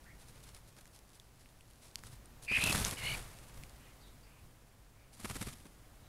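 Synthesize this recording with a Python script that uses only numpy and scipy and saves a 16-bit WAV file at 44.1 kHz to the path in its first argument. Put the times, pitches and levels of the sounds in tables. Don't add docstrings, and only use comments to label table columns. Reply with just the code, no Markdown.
import sys
import numpy as np
from scipy import signal
from scipy.fft import rfft, irfft, next_fast_len
from scipy.io import wavfile

SR = 44100
rng = np.random.default_rng(int(sys.argv[2]) if len(sys.argv) > 2 else 0)


def wav_record(signal):
    frames = np.transpose(np.atleast_2d(signal))
    bounded = np.clip(frames, -1, 1)
    quanta = np.round(bounded * 32767).astype(np.int16)
    wavfile.write(sys.argv[1], SR, quanta)


N = 268128
TIME = np.arange(N) / SR

# (frequency [Hz], relative spectral density [dB])
HUSH_SPECTRUM = [(20, -6.5), (32, -4.5), (130, -16), (250, -13), (400, -17), (600, -17), (1200, -21),
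                 (2300, -25.5), (3500, -29), (12000, -32), (15500, -35.5)]
DRAUGHT_SPECTRUM = [(15, -1.5), (36, -7.5), (50, 6.5), (64, -5.5), (120, -2), (200, -14.5), (400, -27.5),
                    (1000, -39.5)]
CRUST_SPECTRUM = [(400, -1.5), (1500, -9), (4000, 0.5), (7000, -2), (10500, 1), (12500, -8.5), (15500, -19)]
SNAP_SPECTRUM = [(500, -16), (2000, -6), (4000, 3), (9500, 0), (11500, -3.5), (13000, -16), (15500, -27)]
SWISH_SPECTRUM = [(100, 0), (250, -2.5), (500, 3), (1100, 3), (2200, 0), (4000, -9.5), (7000, -11.5),
                  (14000, -37.5)]
FEATHER_SPECTRUM = [(300, -10), (1500, -4.5), (3500, -0.5), (6500, -2.5), (9800, 1.5), (11500, -2),
                    (13500, -10), (15500, -24)]
PUSH_SPECTRUM = [(25, -22), (60, 4), (110, 3), (250, 1), (450, -13), (1200, -45)]

# (time [s], level [dB])
BREEZE_LEVELS = [(0, -62.5), (.6, -64), (1.6, -65.5), (2.4, -61), (3.6, -60), (4.4, -64), (4.8, -66),
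                 (6.08, -62.5)]
# (time [s], level [dB], length [s])
PUFFS = [(1.915, -55.5, 0.41), (2.7, -40, .22), (3.127, -49.5, 0.106), (3.54, -48.5, 0.139),
         (3.9, -66.5, 0.51), (4.393, -54.5, 0.121)]
# (time [s], length [s], relative level [dB], start pitch [Hz], end pitch [Hz],
# roughness [0-1])
FAR_CHIRPS = [(0.044, 0.091, -63, 1600, 2293, 0.23), (3.783, 0.152, -68, 2610, 2216, 0.84),
              (4.0, 0.05, -69, 4400, 4760, 0.3), (4.017, 0.091, -68.5, 3780, 3724, 0.31),
              (4.226, 0.0305, -70.5, 4760, 4770, 0.29), (4.217, .22, -73, 2274, 2516, 0.47),
              (4.939, 0.135, -76, 2201, 2348, 0.27), (6.023, .06, -77.5, 3900, 3700, .3)]
# (time [s], relative hiss [dB], relative swish [dB], length [s])
SNOW_BRUSHES = [(0.178, -61.5, -67, 0.0884), (0.271, -56, -65, 0.0455), (0.326, -67.5, -64, 0.08),
                (0.427, -54, -73, 0.023), (0.435, -61, -66, 0.087), (0.54, -56, -63, 0.047),
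                (.674, -59, -79.5, 0.0243), (0.762, -61, -60, 0.0435), (.807, -55.5, -64.5, 0.0129),
                (0.929, -58.5, -73, 0.056), (1.13, -60.5, -69, 0.0564), (1.39, -64.5, -68.5, 0.0475),
                (1.804, -58.5, -69, 0.106), (1.981, -56.5, -61, 0.0154), (2.027, -54.5, -61.5, 0.0748),
                (2.106, -55.5, -61.5, 0.0437), (2.416, -49.5, -76, 0.059), (3.571, -52.5, -56, 0.0135),
                (5.123, -53, -73, 0.0387)]
# (time [s], relative level [dB], ring frequency [Hz], time constant [s], share of snap [0-1])
IMPACTS = [(.547, -40.5, 9220, 0.0007, 0.55), (.856, -44, 1810, 0.00037, 0.54),
           (1.1983, -43.5, 3460, 0.00078, 0.48), (1.459, -47.5, 2400, 0.000243, 0.15),
           (1.609, -45, 2790, 0.000294, .36), (1.957, -22, 4640, .00026, .45),
           (2.037, -33.5, 1710, 0.000207, 0.35), (2.257, -46.5, 9090, 0.00082, 0.39),
           (2.638, -23.5, 5730, 0.0011, 0.78), (2.7263, -23, 4190, 0.00069, 0.61),
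           (2.844, -31.5, 3560, 0.00076, 0), (2.8493, -17, 6405, 0.000274, 0.59),
           (2.911, -22, 7000, 0.000143, 0.82), (3.387, -45, 2550, 0.00066, 0.63),
           (3.636, -36, 2320, 0.000366, 0.5), (3.695, -51, 4570, 0.00089, 0.96)]
# (time [s], rise [s], hold [s], time to recede to half amplitude [s],
# feather hiss [dB], swish [dB], draught [dB])
WING_FLURRIES = [(0.044, 0.317, .2, .04, -74.5, -72, -60), (2.475, 0.181, 0.2453, 0.025, -42, -45.5, -47),
                 (2.936, 0.1044, 0.1328, .04, -49, -50, -45),
                 (5.14, 0.1364, 0.2263, 0.0276, -53.5, -60, -51)]
# (time [s], relative swish [dB], relative feather hiss [dB], lag of second wing [s])
DOWNSTROKES = [(2.514, -42, -61.5, 0.0085), (2.579, -44, -45, 0.0054), (2.635, -41, -38.5, 0.0036),
               (2.66, -40.5, -34.5, 0.01085), (2.695, -37, -35, 0.0112), (2.72, -35.5, -38, 0.00428),
               (2.747, -31, -35.5, 0.0099), (2.776, -39, -37.5, 0.0097), (2.809, -39, -42.5, 0.0054),
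               (2.865, -45.5, -54.5, 0.0105), (2.924, -44.5, -48, 0.0071), (5.197, -53.5, -51.5, 0.0124),
               (5.246, -38, -44.5, 0.00704), (5.298, -41, -45, 0.01105), (5.355, -42, -45.5, 0.00896),
               (5.412, -41.5, -40.5, 0.01238), (5.469, -47, -46, 0.0147), (5.528, -54, -51.5, 0.0051),
               (5.599, -66.5, -60.5, 0.009), (5.654, -57, -57.5, 0.0094)]
# (frequency [Hz], gain [dB])
THROAT_RESPONSE = [(900, -13), (1700, -6.5), (2200, -4), (2600, -0.5), (3100, -5), (3700, -4.5), (4400, -3),
                   (5300, -22), (8000, -13), (14000, -27.5)]
# (time [s], relative level [dB], foot pitch [Hz], mean upward flick [Hz], second voice gain [dB])
SQUAWK_CONTOURS = [
    [(2.465, -51.5, 2598, 300, -12), (2.477, -55, 2406, 450, -12), (2.481, -36, 2300, 446.7, -7),
     (2.53, -29.5, 2480, 624.3, -5.5), (2.572, -25.5, 2540, 704, 2), (2.583, -39.5, 2400, 1107, 10),
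     (2.62, -30.5, 2504, 1643, -11), (2.66, -31.5, 2590, 1741, -12.5), (2.717, -32, 2583, 1428, -13)],
    [(2.968, -49, 2220, 301.8, 4.5), (3.02, -43, 2102, 447.3, -0.5), (3.07, -35.5, 2127, 397.7, 3.5),
     (3.125, -39, 2205, 345.5, 3.5), (3.15, -38.5, 2298, 150, -6), (3.166, -59, 2400, 152, -7)],
]
# (time of first flick [s], pace [factor])
SQUAWK_TRILLS = [(2.483, 1), (2.973, .94)]
# (roughness [0-1], dip at each flick [dB], second voice pitch [Hz],
# its sag between flicks [0-1], relative breath hiss [dB])
SQUAWK_TIMBRES = [(.13, -9, 2233, .36, -13.5), (.2, -17, 2925, .04, -2.5)]


def amp(db):
    return 10 ** (np.asarray(db) / 20)


def unit(x):
    return x / np.sqrt(np.mean(x ** 2) + 1e-20)


def add(mix, start_s, sound):
    part = mix[max(round(start_s * SR), 0):][:len(sound)]
    part += sound[:len(part)]


def colour(x, spectrum):
    hz, db = np.transpose(spectrum)
    size = next_fast_len(len(x) + 2048)
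    f = np.fft.rfftfreq(size, 1 / SR)
    gain = amp(np.interp(np.log(f + 1), np.log(hz), db))
    return irfft(rfft(x, size) * gain, size)[:len(x)]


def noise(spectrum):
    return unit(colour(rng.standard_normal(N), spectrum))


def wander(size, hz):
    f = np.fft.rfftfreq(size, 1 / SR)
    return unit(irfft(rfft(rng.standard_normal(size)) * np.exp(-(f / hz) ** 2), size))


def stroke(length, rise):
    u = np.arange(0, 2 * length, 1 / SR) / length
    decay = np.exp(-2 * ((u - rise) / (1 - rise)) ** 2)
    return np.where(u < rise, np.sin(np.pi / 2 * u / rise), decay)


def crackle(spectrum):
    clumps = amp(2.6 * wander(N, 700))
    return unit(colour(rng.standard_normal(N) * clumps, spectrum))


def yard_echo(x, t60):
    t = np.arange(SR // 2) / SR
    tail = rng.standard_normal(len(t)) * np.exp(-np.log(1000) * t / t60) * (t > .012)
    return signal.fftconvolve(x, tail / np.linalg.norm(tail))[:N]


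def breeze(draught_over_hush_db=2):
    hush = amp(np.interp(TIME, *np.transpose(BREEZE_LEVELS)))
    puffs = np.zeros(N)
    for start, db, length in PUFFS:
        add(puffs, start, amp(db) * stroke(length, rise=.432))
    draught = np.hypot(hush * amp(draught_over_hush_db), puffs)
    return hush * noise(HUSH_SPECTRUM) + draught * noise(DRAUGHT_SPECTRUM)


def far_birds(direct_db=-2, echo_db=-7, jitter_hz=700):
    calls = np.zeros(N)
    for start, length, db, start_hz, end_hz, rough in FAR_CHIRPS:
        size = round(length * SR)
        pitch = np.linspace(start_hz, end_hz, size) + jitter_hz * rough * wander(size, 700)
        whistle = np.sin(2 * np.pi * np.cumsum(pitch) / SR)
        add(calls, start, amp(db) * unit(whistle * signal.windows.tukey(size, .5)))
    return amp(direct_db) * calls + amp(echo_db) * yard_echo(calls, t60=.29)


def snow_scuffs(crust_db=-5, brush_db=-1.5, feeding_ends_s=2.2, scratches=35):
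    hiss = amp(-69) * (TIME < feeding_ends_s)
    swish = np.zeros(N)
    for start, hiss_db, swish_db, length in SNOW_BRUSHES:
        add(hiss, start, amp(hiss_db) * stroke(length, rise=.405))
        add(swish, start, amp(swish_db) * stroke(length, rise=.524))
    for when, strength in rng.random((scratches, 2)):
        add(hiss, when * feeding_ends_s, amp(-63 + 6 * strength) * stroke(.0047, rise=.18))
    stick_slip = amp(1.5 * wander(N, 87.6))
    crust = amp(crust_db) * hiss * crackle(CRUST_SPECTRUM)
    brush = amp(brush_db) * swish * noise(SWISH_SPECTRUM)
    return stick_slip * (crust + brush)


def pecks_and_clacks(snap_db=-2.5):
    out = np.zeros(N)
    t = np.arange(1024) / SR
    for start, db, hz, tau, share in IMPACTS:
        contact = t / tau * np.exp(1 - t / tau)
        ring = contact * np.sin(2 * np.pi * hz * t)
        grit = colour(contact * rng.standard_normal(len(t)), SNAP_SPECTRUM)
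        snap = unit(grit) * np.sqrt(np.mean(contact ** 2))
        add(out, start, amp(db) * ((1 - share) * ring + share * amp(snap_db) * snap))
    return out


def flock_wings(beat_hz=17, birds=3):
    hiss, swish, draught = np.zeros((3, N))
    for start, rise, hold, recede, hiss_db, swish_db, draught_db in WING_FLURRIES:
        distance = 1 + np.maximum(TIME - start - rise - hold, 0) / recede
        level = np.clip((TIME - start) / rise, 0, 1) / distance
        hiss = np.hypot(hiss, level * amp(hiss_db))
        swish = np.hypot(swish, level * amp(swish_db))
        draught = np.hypot(draught, level * amp(draught_db))
    power = np.full(N, 1.22)
    for _ in range(birds):
        rate = beat_hz * (1 + .1052 * wander(N, 3.204))
        beats = np.cumsum(rate) / SR + rng.random()
        power += np.sin(np.pi * beats) ** 10
    flutter = unit(np.sqrt(power))
    wings = hiss * crackle(FEATHER_SPECTRUM) + swish * noise(SWISH_SPECTRUM)
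    return flutter * wings + draught * noise(DRAUGHT_SPECTRUM)


def wingbeats(swish_gain_db=-3, hiss_gain_db=-2, wing_s=.01228, puff_s=.02473, usual_beat_db=-38.5):
    swish, hiss, push = np.zeros((3, N))
    for start, swish_db, hiss_db, lag in DOWNSTROKES:
        for onset, strength in (start - .001, 1), (start - .001 + lag, .794):
            add(swish, onset, strength * amp(swish_db + swish_gain_db) * stroke(wing_s, rise=.226))
            add(hiss, onset, strength * amp(hiss_db + hiss_gain_db) * stroke(wing_s, rise=.27))
        push_db = usual_beat_db + .6 * (swish_db - usual_beat_db)
        add(push, start - .003, amp(push_db) * stroke(puff_s, rise=.276))
    wings = swish * noise(SWISH_SPECTRUM) + hiss * crackle(FEATHER_SPECTRUM)
    return wings + push * noise(PUSH_SPECTRUM)


def trill(age, pace, start_hz=87, end_hz=58, settle_s=.09):
    head_start = (start_hz - end_hz) * settle_s * (1 - np.exp(-age / settle_s))
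    cycles = pace * (end_hz * age + head_start)
    return np.abs(np.cos(np.pi * cycles)) ** 5.6


def squawk(contour, first_flick, pace, rough, dip_db, second_hz, sag, hiss_db, jitter_hz=560):
    times, *columns = np.transpose(contour)
    t = np.arange(times[0], times[-1], 1 / SR)
    db, foot_hz, sweep_hz, second_db = (np.interp(t, times, column) for column in columns)
    flick = trill(t - first_flick, pace)
    reach = 1 + .1468 * wander(len(t), 65.1)
    pitch = foot_hz + sweep_hz * reach * flick + jitter_hz * rough * wander(len(t), 748)
    phase = 2 * np.pi * np.cumsum(pitch) / SR
    octave = (.188 + rough) * np.sin(2 * phase)
    first = (np.sin(phase) + octave) * amp(dip_db * flick)
    second_pitch = second_hz * (1 - sag * (1 - flick)) + jitter_hz * rough * wander(len(t), 612)
    second = amp(second_db) * flick ** .72 * np.sin(2 * np.pi * np.cumsum(second_pitch) / SR)
    shimmer = 1 + rough * wander(len(t), 430)
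    breath = amp(hiss_db) * rng.standard_normal(len(t))
    voice = colour((first + second) * shimmer + breath, THROAT_RESPONSE)
    return times[0], amp(db) * np.sqrt(2) * voice * signal.windows.tukey(len(t), .02)


def scene():
    background = breeze() + far_birds()
    starlings = pecks_and_clacks() + wingbeats() + flock_wings() + snow_scuffs()
    for contour, timing, timbre in zip(SQUAWK_CONTOURS, SQUAWK_TRILLS, SQUAWK_TIMBRES):
        add(starlings, *squawk(contour, *timing, *timbre))
    echo = amp(-21) * yard_echo(starlings, t60=.3)
    return (background + starlings + echo)[None]


def record(dry, cutoff_hz=15750):
    low_pass = signal.firwin(511, cutoff_hz, window=("kaiser", 9), fs=SR)
    return signal.oaconvolve(dry, low_pass[None], "same")


dry = scene()
out = record(dry)
wav_record(out)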